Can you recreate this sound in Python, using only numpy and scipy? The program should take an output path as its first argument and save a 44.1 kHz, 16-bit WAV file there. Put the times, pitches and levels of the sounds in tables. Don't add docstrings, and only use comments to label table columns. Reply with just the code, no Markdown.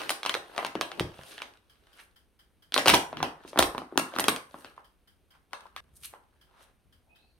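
import sys
import numpy as np
from scipy import signal
from scipy.fft import rfft, irfft
from scipy.io import wavfile
from scipy.ndimage import uniform_filter1d

SR = 44100
rng = np.random.default_rng(int(sys.argv[2]) if len(sys.argv) > 2 else 0)


def master(y):
    cut = np.clip(np.atleast_2d(y).T, -1, 1)
    pcm = np.round(cut * 32767)
    wavfile.write(sys.argv[1], SR, pcm.astype(np.int16))


N = 325890


def amp(db):
    return 10 ** (np.asarray(db) / 20)


def unit(x):
    return x / np.sqrt(np.mean(x ** 2) + 1e-20)


def read(points, hz):
    f, value = np.transpose(points)
    return np.interp(np.log(hz + 1), np.log(f + 1), value)


def add(mix, s, sound):
    part = mix[:, max(round(s * SR), 0):][:, :sound.shape[-1]]
    part += sound[..., :part.shape[1]]


def freqs(size):
    return np.fft.rfftfreq(size, 1 / SR)


def causal(db):
    mirrored_db = np.concatenate([db, db[-2:0:-1]])
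    log_gain = np.log(amp(mirrored_db))
    return np.exp(np.conj(signal.hilbert(log_gain)))[:len(db)]


def tint(x, points, size=2048):
    response = irfft(causal(read(points, freqs(size))))
    return signal.oaconvolve(x, response[None], axes=1)[:, :x.shape[1]]


def grains(size, spread_db, apart):
    z = rng.standard_normal((size, 3)).T
    sizes = amp(spread_db * np.minimum(rng.exponential(1, size // 32 + 1), 5))
    held = np.repeat(sizes, 32)[:size]
    return unit((z[0] + apart * z[1:]) * held)


# pitch_hz, level_db
AIR_COLOUR = [(25, -3), (65, -2), (120, -9), (350, -12.5), (1200, -23.5), (2200, -22), (5000, -31.5),
              (10000, -33), (16000, -30)]
AIR_DB = -70


def hush(rumble_db=-76):
    air = unit(tint(grains(N, spread_db=-2, apart=0.59), AIR_COLOUR, size=8192))
    rumble_colour = [(20, -24), (45, -1), (65, 5.5), (110, -16.0), (300, -51.5)]
    rumble = unit(tint(rng.standard_normal((2, N)), rumble_colour, size=8192))
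    return amp(AIR_DB) * air + amp(rumble_db) * rumble


# first_s, last_s, level_db before colour and room
TICK_RUNS = [(1.696, 2.61, -10), (4.842, 5.3, -11.5), (6.411, 6.42, -11), (6.924, 7.15, -13.5)]
# pitch_hz, level_db
TICK_SPECTRUM = [(300, -37.5), (1700, -9), (2700, -26.5), (3130, -1.5), (3600, -18), (4300, -18),
                 (4950, -9.5), (5600, -21.5), (10000, -23.5), (16000, -15)]
TICK_EVERY_S = .2315


def far_ticks():
    clicks = np.zeros((2, N))
    for first, last, db in TICK_RUNS:
        for s in np.arange(first, last + TICK_EVERY_S / 2, TICK_EVERY_S):
            add(clicks, s - .006, amp([db]))
    return tint(clicks, TICK_SPECTRUM)


# pitch_hz, decay_s
ROOM_DECAY = [(100, 0.3), (400, 0.28), (1000, 0.39), (3000, 0.25), (9000, 0.29), (15000, .24)]
# pitch_hz, level_db
ROOM_SPECTRUM = [(60, 4), (200, 3), (450, 0.5), (1000, -3.5), (2000, 1), (4000, -2.5), (9000, -3),
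                 (15000, -2)]


def kitchen(gap_s=0.0058, build_s=0.0011, unlike_hz=1250, size=24000):
    taps = rng.choice([-1., 1.], (2, size)) * (rng.random((2, size)) < .2)
    hz, t, z = signal.stft(taps, SR, nperseg=256)
    same = np.sinc(hz[:, None] / unlike_hz)
    z[1] = same * z[0] + np.sqrt(1 - same ** 2) * z[1]
    decay = amp(-60 * t / read(ROOM_DECAY, hz)[:, None])
    tail = signal.istft(z * decay, SR, nperseg=256)[1][:, :size]
    since_gap = np.maximum(np.arange(size) / SR - gap_s, 0)
    tail *= 1 - np.exp(-since_gap / build_s)
    return tint(tail / np.linalg.norm(tail[0]), ROOM_SPECTRUM)


RING_STOPS_S = [2.72, 5.805]


def reverberate(send, move_hz=1.7):
    angle = 2 * np.pi * move_hz * np.arange(N) / SR
    stops = [round(s * SR) for s in RING_STOPS_S]
    wet = np.zeros((2, N))
    for share in (np.cos(angle), np.sin(angle)):
        room = kitchen()
        stretches = np.split(send[:1] * share, stops, axis=1)
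        rings = [signal.fftconvolve(part, room, axes=1)[:, :part.shape[1]] for part in stretches]
        wet += np.hstack(rings)
    return wet


# time_s, level_db, pitch_hz
SQUEAK_PATH = [(7.09, -68, 2505), (7.15, -67.5, 2556), (7.22, -72.5, 2600), (7.32, -78.5, 2600)]


def squeak(width_hz=65, upper_width_hz=260, upper_hz=4000, upper_db=-4, upper_late_s=.06, climb=5,
           hollow_hz=770, hollow_width_hz=110, hollow_db=-3, hollow_early_s=0.022):
    s, db, hz = np.transpose(SQUEAK_PATH)
    t = np.arange(s[0], s[-1], 1 / SR)
    pitch = np.interp(t, s, hz)
    upper = upper_hz * (pitch / hz.mean()) ** climb
    hollow = np.full(len(t), hollow_hz)
    bands = [(pitch, width_hz, 0, 0), (upper, upper_width_hz, upper_db, upper_late_s),
             (hollow, hollow_width_hz, hollow_db, -hollow_early_s)]
    out = np.zeros((2, N))
    for track, width, band_db, late in bands:
        lowpass = signal.butter(2, width, fs=SR, output="sos")
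        fuzz = signal.sosfilt(lowpass, rng.standard_normal((2, len(t))))
        tone = unit(fuzz * np.sin(2 * np.pi * np.cumsum(track) / SR))
        add(out, s[0] + late, np.interp(t, s, amp(db + band_db)) * tone)
    return out


def noise_swell(rise, fall, db, hz, octaves):
    t = np.arange(SR) / SR - .5
    band = 1 / (1 + (np.log2((freqs(SR) + 1) / hz) / octaves) ** 2 / 2) ** 2
    noise = unit(irfft(rfft(grains(SR, spread_db=3.5, apart=0.91)) * band))
    envelope = np.exp(np.minimum(t / rise, -t / fall))
    return amp(db) * noise * envelope * signal.windows.hann(SR) ** .5


# peak_s, length_s (rise plus fall constants), level_db, centre_hz
NOISE_SWELLS = [(0.109, 0.0096, -27, 8900), (0.602, 0.069, -42.5, 730), (1.003, 0.069, -40.5, 374),
                (1.295, 0.094, -53.5, 9000), (1.322, 0.071, -49, 3110), (2.003, 0.029, -47.5, 1720),
                (2.015, 0.06, -59.5, 9500), (3.205, 0.092, -44, 200), (3.494, 0.021, -46, 4920),
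                (4.204, 0.0083, -25.5, 9870), (4.265, 0.0067, -30, 407), (4.604, 0.12, -60, 9000),
                (5.356, 0.033, -58.5, 1088), (5.969, 0.019, -51, 9350), (5.977, 0.34, -67.5, 76.5),
                (6.054, 0.03, -41.5, 9930), (6.051, 0.019, -41, 2870), (6.608, 0.1, -58, 976),
                (6.622, 0.065, -62, 3100), (6.634, .04, -63.5, 9040), (6.934, .2, -70.5, 61.8)]
SWELL_RISE_SHARE, SWELL_OCTAVES = .58, 1


def noise_swells():
    out = np.zeros((2, N))
    for s, length, db, hz in NOISE_SWELLS:
        rise = SWELL_RISE_SHARE * length
        swell = noise_swell(rise, length - rise, db, hz, SWELL_OCTAVES)
        skipped = max(round((.5 - s) * SR), 0)
        add(out, s - .5, swell[:, skipped:])
    return out


# time_s, level_db before each stretch's trim
TURNING = [(0.0, -34), (0.19, -52.5), (0.33, -65.5), (0.63, -44), (0.76, -62), (0.88, -54), (1.11, -56.5),
           (1.33, -48.5), (1.49, -57.5), (1.62, -75.5), (1.99, -61), (2.15, -80)]
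OPENING = [(3.1, -44.5), (3.288, -55), (3.526, -50.5), (3.686, -45.5), (3.832, -60), (3.99, -55.5),
           (4.036, -46.5), (4.154, -39.5), (4.198, -40), (4.358, -58.5), (4.71, -46.5), (4.8, -85)]
EMPTYING = [(5.6, -55), (5.722, -75.5), (6.524, -75.5), (6.7, -65.5)]
PRESS_S, RELAX_S = .01, 0.026
PRESS_DB, PRESS_PER_DB = -57.5, .5


def effort(turn_db=-5, open_db=-11.0, empty_db=-2):
    t = np.arange(0, N / SR, .002)
    power = np.zeros(len(t))
    for stretch, trim_db in ((TURNING, turn_db), (OPENING, open_db), (EMPTYING, empty_db)):
        s, level = np.transpose(stretch)
        touching = uniform_filter1d(1. * ((t >= s[0]) & (t <= s[-1])), size=17)
        power += (touching * amp(np.interp(t, s, level) + trim_db)) ** 2
    for s, _, db, _ in CREASE_SNAPS:
        same_stretch = np.searchsorted(RING_STOPS_S, t) == np.searchsorted(RING_STOPS_S, s)
        press = np.exp(np.minimum((t - s) / PRESS_S, (s - t) / RELAX_S))
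        power += (amp(PRESS_DB + PRESS_PER_DB * db) * press * same_stretch) ** 2
    return np.interp(np.arange(N) / SR, t, np.sqrt(power))


# start_s, body_db, fizz_db, room_send_db, left_lead_samples, rub_crispness_db
HOLDS = [(0, -10, -21.5, -3.5, 1.33, -3.5), (2.6, -4, -22, -2, 1.8, -14),
         (3.4, -0.5, -15.5, -3.5, 2.3, -7.5), (4.7, -20, -15.5, -1.5, 3.9, -9)]


def grip(s):
    return HOLDS[sum(s >= row[0] for row in HOLDS[1:])][1:]


# pitch_hz, level_db
DULL_RUB = [(60, -20), (200, -9), (400, 6), (1000, -0.5), (1700, 4), (3000, -25), (8000, -42)]
CRISP_RUB = [(500, -27.5), (1500, -3), (3000, 7.5), (5500, -3), (10000, -8), (16000, -7)]


def rubbing(hands, dull_db=-2, dull_grain_db=4.5, crisp_grain_db=2.0, patchy_db=3):
    dull = unit(tint(grains(N, spread_db=dull_grain_db, apart=1.0), DULL_RUB))
    crisp = unit(tint(grains(N, spread_db=crisp_grain_db, apart=1.0), CRISP_RUB))
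    crisp_db = np.full(N, float(HOLDS[0][-1]))
    for s, *_, db in HOLDS[1:]:
        crisp_db[round(s * SR):] = db
    rub = hands * (dull * amp(dull_db) + crisp * amp(crisp_db))
    z = signal.stft(rub, nperseg=256)[2]
    patches = uniform_filter1d(rng.standard_normal(z.shape[1:]), size=4, axis=0)
    patches = unit(uniform_filter1d(patches, size=6, axis=1))
    return signal.istft(z * amp(patchy_db * patches), nperseg=256)[1][:, :N]


def thud(db, hz, t60, rise_s=0.0004, sag=0.61):
    t = np.arange(SR // 4) / SR
    turns = np.cumsum(hz * (1 + sag * (2 * np.exp(-t * hz / 2) - 1))) / SR
    return amp(db - 60 * t / t60) * (1 - np.exp(-t / rise_s)) * np.sin(2 * np.pi * turns)


# start_s, level_db, pitch_hz (midway through the sag), decay_s (60 dB)
BODY_THUDS = [(0.754, -21, 328.5, 0.041), (1.006, -27.5, 105, 0.11), (1.008, -17, 330, 0.023),
              (1.19, -38.5, 101, 0.031), (2.882, -32, 105.8, 0.13), (3.222, -38.5, 83.7, 0.091),
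              (3.588, -34.5, 90, 0.29), (3.598, -40, 60.05, 0.29), (2.93, -24, 150, 0.072)]


def thuds(room_db=-7):
    near = np.zeros((2, N))
    for s, db, hz, t60 in BODY_THUDS:
        add(near, s, thud(db, hz, t60))
    return near, amp(room_db) * near


# low_hz, high_hz
SNAP_BANDS = [(150, 550), (600, 1700), (2000, 5500), (8300, 14000)]
WIDE_PANEL_HZ, BODY_DB_PER_OCTAVE = 694, 11
FIZZ_PER_DB, FIZZ_PER_SHARP_DB = 0.5829, .5


def snap_bands(ring_hz, db, sharp_db, body_db, fizz_db):
    body = body_db + BODY_DB_PER_OCTAVE * max(np.log2(WIDE_PANEL_HZ / ring_hz), 0)
    fizz = sharp_db + fizz_db + FIZZ_PER_DB * db + FIZZ_PER_SHARP_DB * sharp_db
    return db + np.array([body, 0, sharp_db, fizz])


def snap(ring_hz, band_db, lead, ring_db=9, ring_octaves=0.2, scatter=0.15, scatter_s=0.0021, apart=.7,
         bend_s=.0006, bass_db=-14, sub_db=-32, size=1024):
    hz, t = freqs(size), np.arange(size) / SR
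    z = rng.standard_normal((3, size))
    spray = z[0] + apart * np.diff(z[1:], prepend=0) / 2
    jolt = scatter * spray * np.exp(-t / scatter_s)
    jolt[:, 0] += 1
    panel_db = ring_db / (1 + (np.log2((hz + 1) / ring_hz) / ring_octaves) ** 2)
    spectrum = rfft(jolt) * causal(panel_db)
    power = np.mean(abs(spectrum) ** 2, axis=0)
    tilt = []
    for (lo, hi), db in zip(SNAP_BANDS, band_db):
        present_db = 10 * np.log10(power[(hz > lo) & (hz < hi)].mean())
        tilt.append((np.sqrt(lo * hi), db - present_db))
    body_db = tilt[0][1]
    tilt = [(35, body_db + sub_db), (110, body_db + bass_db)] + tilt
    spectrum = spectrum * causal(read(tilt, hz))
    spectrum = spectrum * np.exp(-4j * np.pi * bend_s * np.sqrt(1000 * hz))
    spectrum[1] *= np.exp(-2j * np.pi * hz * lead / SR)
    fade = np.minimum(1, 2 * (1 - t / t[-1])) ** 2
    return irfft(spectrum) * fade


def small_creases(hands, over_db=35, spread_db=4, ring_hz=1100, ring_octaves=0.56, sharp_db=-2,
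                  sharp_spread_db=6, count=380):
    out = np.zeros((2, N))
    times = rng.random(count) * N / SR
    traits = np.clip(rng.standard_normal((count, 4)), -2, 2)
    for s, (strength, pitch, sharp, place) in zip(times, traits):
        body_db, fizz_db, _, lead, crisp_db = grip(s)
        hz = ring_hz * 2 ** (ring_octaves * pitch)
        sharpness = sharp_db + crisp_db + sharp_spread_db * sharp
        bands = snap_bands(hz, spread_db * strength, sharpness, body_db, fizz_db)
        add(out, s, hands[int(s * SR)] * amp(over_db) * snap(hz, bands, lead + place))
    return out


# start_s, ring_hz (of the panel), strength_db,
# sharpness_db (treble over middle, low for a soft fold)
CREASE_SNAPS = [(0.0937, 790, 3, 6.5), (0.104, 670, 9, -3), (0.1074, 1360, -10, 6), (0.2314, 3850, -2, 3.5),
                (0.251, 830, 5, -7), (0.2613, 1090, 8.5, -1.5), (0.2946, 3260, 7.5, 0),
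                (0.3411, 3540, 5.5, 1), (0.3505, 440, 8, -12), (0.5792, 740, 9.5, -7.5),
                (0.5878, 710, 9.5, -35), (0.6279, 700, 6.5, -32), (0.6481, 960, 9, -7),
                (0.7533, 360, 3, -9), (0.8113, 600, 11.5, -5), (0.9168, 740, -2, -3.5),
                (0.9964, 2650, 6, 0), (1.1903, 570, -8, -14), (1.3803, 1770, -10.5, 1.5),
                (1.4028, 1780, -10, -10), (1.4192, 2340, -2, 0), (2.7219, 3500, -6.5, 3.5),
                (2.7418, 4340, 2.5, 10), (2.763, 1030, 15, -11.5), (2.778, 1030, 8.5, 4),
                (2.7827, 670, 10.5, -4.5), (2.8584, 550, 13.5, -5), (2.8644, 480, 10.5, -2.5),
                (2.874, 880, 16.5, -6), (2.8815, 2890, 8.5, 9), (2.884, 1030, 14.5, 2),
                (2.893, 2510, 14.5, 0), (2.8993, 2610, 17.5, -3), (2.936, 640, 14.5, -11),
                (2.939, 920, 21.5, -10), (2.9432, 2280, -0.5, 17.5), (3.1286, 660, 2.5, -18),
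                (3.1705, 2860, -3, -1.5), (3.2032, 1152, 5.5, -18.5), (3.2283, 780, 14, -8),
                (3.4493, 390, -11, -19.5), (3.531, 640, -4, -15.5), (3.559, 660, 6, -25),
                (3.5751, 1150, 12, -13.5), (3.5891, 3570, 13, -0.5), (3.5919, 1110, 21.5, -8),
                (3.6257, 1130, 14, -4), (3.7484, 990, 5.5, -21.5), (3.7799, 1150, 5.5, -10),
                (3.8183, 1160, -2, -21.5), (3.9236, 360, -6.5, -34), (3.9568, 370, -6.5, -29),
                (3.9759, 1150, 17, -5.5), (4.1381, 696, -4.5, -9), (4.1626, 1150, 6, -11),
                (4.186, 1130, 11.5, -8), (4.1966, 870, 9, -3), (4.2414, 3200, 3, 1.5),
                (4.2825, 1150, 18, -5), (4.362, 2280, -6.5, 5.5), (4.5425, 1210, -2, -24),
                (4.6461, 1540, -7.5, -4), (4.7781, 1040, -4, -31), (5.5322, 1080, 4, -9.5),
                (5.655, 940, -8, -31), (5.7633, 1180, -2, -3), (6.137, 890, -4, -24)]
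ROOM_PER_SHARP_DB = 0.0145


def creases(snap_db=0, crinkle_db=-14, crinkle_s=.007, crinkle_spread_db=4, swing_db=1.45, count=2):
    near, send = np.zeros((2, 2, N))
    for s, ring_hz, db, sharp_db in CREASE_SNAPS:
        body_db, fizz_db, room_db, lead, _ = grip(s)
        band_db = snap_bands(ring_hz, db, sharp_db, body_db, fizz_db)
        place, side = rng.standard_normal(2)
        lead = lead + place
        balance = amp(snap_db + swing_db * np.array([[side], [-side]]))
        add(near, s, balance * snap(ring_hz, band_db, lead))
        room_gain = amp(room_db + ROOM_PER_SHARP_DB * sharp_db)
        add(send, s, room_gain * snap(ring_hz, band_db, lead, ring_db=5.0))
        for wait, pitch, *colour in rng.standard_normal((count, 6)):
            crinkle_bands = np.add(band_db, crinkle_spread_db * np.array(colour))
            crinkle = snap(ring_hz * 2 ** (pitch / 2), crinkle_bands, lead + pitch)
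            add(near, s + crinkle_s * np.exp(wait / 2), amp(crinkle_db) * crinkle)
    return near, send


def scene(friction_room_db=-4, left_db=.3):
    snaps, snap_send = creases()
    blows, blow_send = thuds()
    hands = effort()
    friction = rubbing(hands) + small_creases(hands)
    soft = friction + noise_swells()
    wet = reverberate(snap_send + blow_send + amp(friction_room_db) * soft + far_ticks())
    direct = (snaps + blows + soft) * amp([[left_db], [-left_db]])
    return direct + wet + squeak() + hush()


# pitch_hz, level_db
MIC_COLOUR = [(30, 5), (100, 1.5), (1450, 0.5), (1900, -3), (2700, -0.5), (4000, 0.5), (5000, -1.5),
              (6300, -1.5), (7600, -7), (8500, 4), (12000, -0.5), (16000, -10)]
EDGE_HZ = 16000


def record(dry):
    bass_cut = signal.butter(2, 42, "highpass", fs=SR, output="sos")
    bright = signal.sosfilt(bass_cut, tint(dry, MIC_COLOUR))
    band_limit = signal.firwin(255, EDGE_HZ, window=("kaiser", 8), fs=SR)
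    return signal.oaconvolve(np.clip(bright, -1, 1), band_limit[None], "same")


dry = scene()
out = record(dry)
master(out)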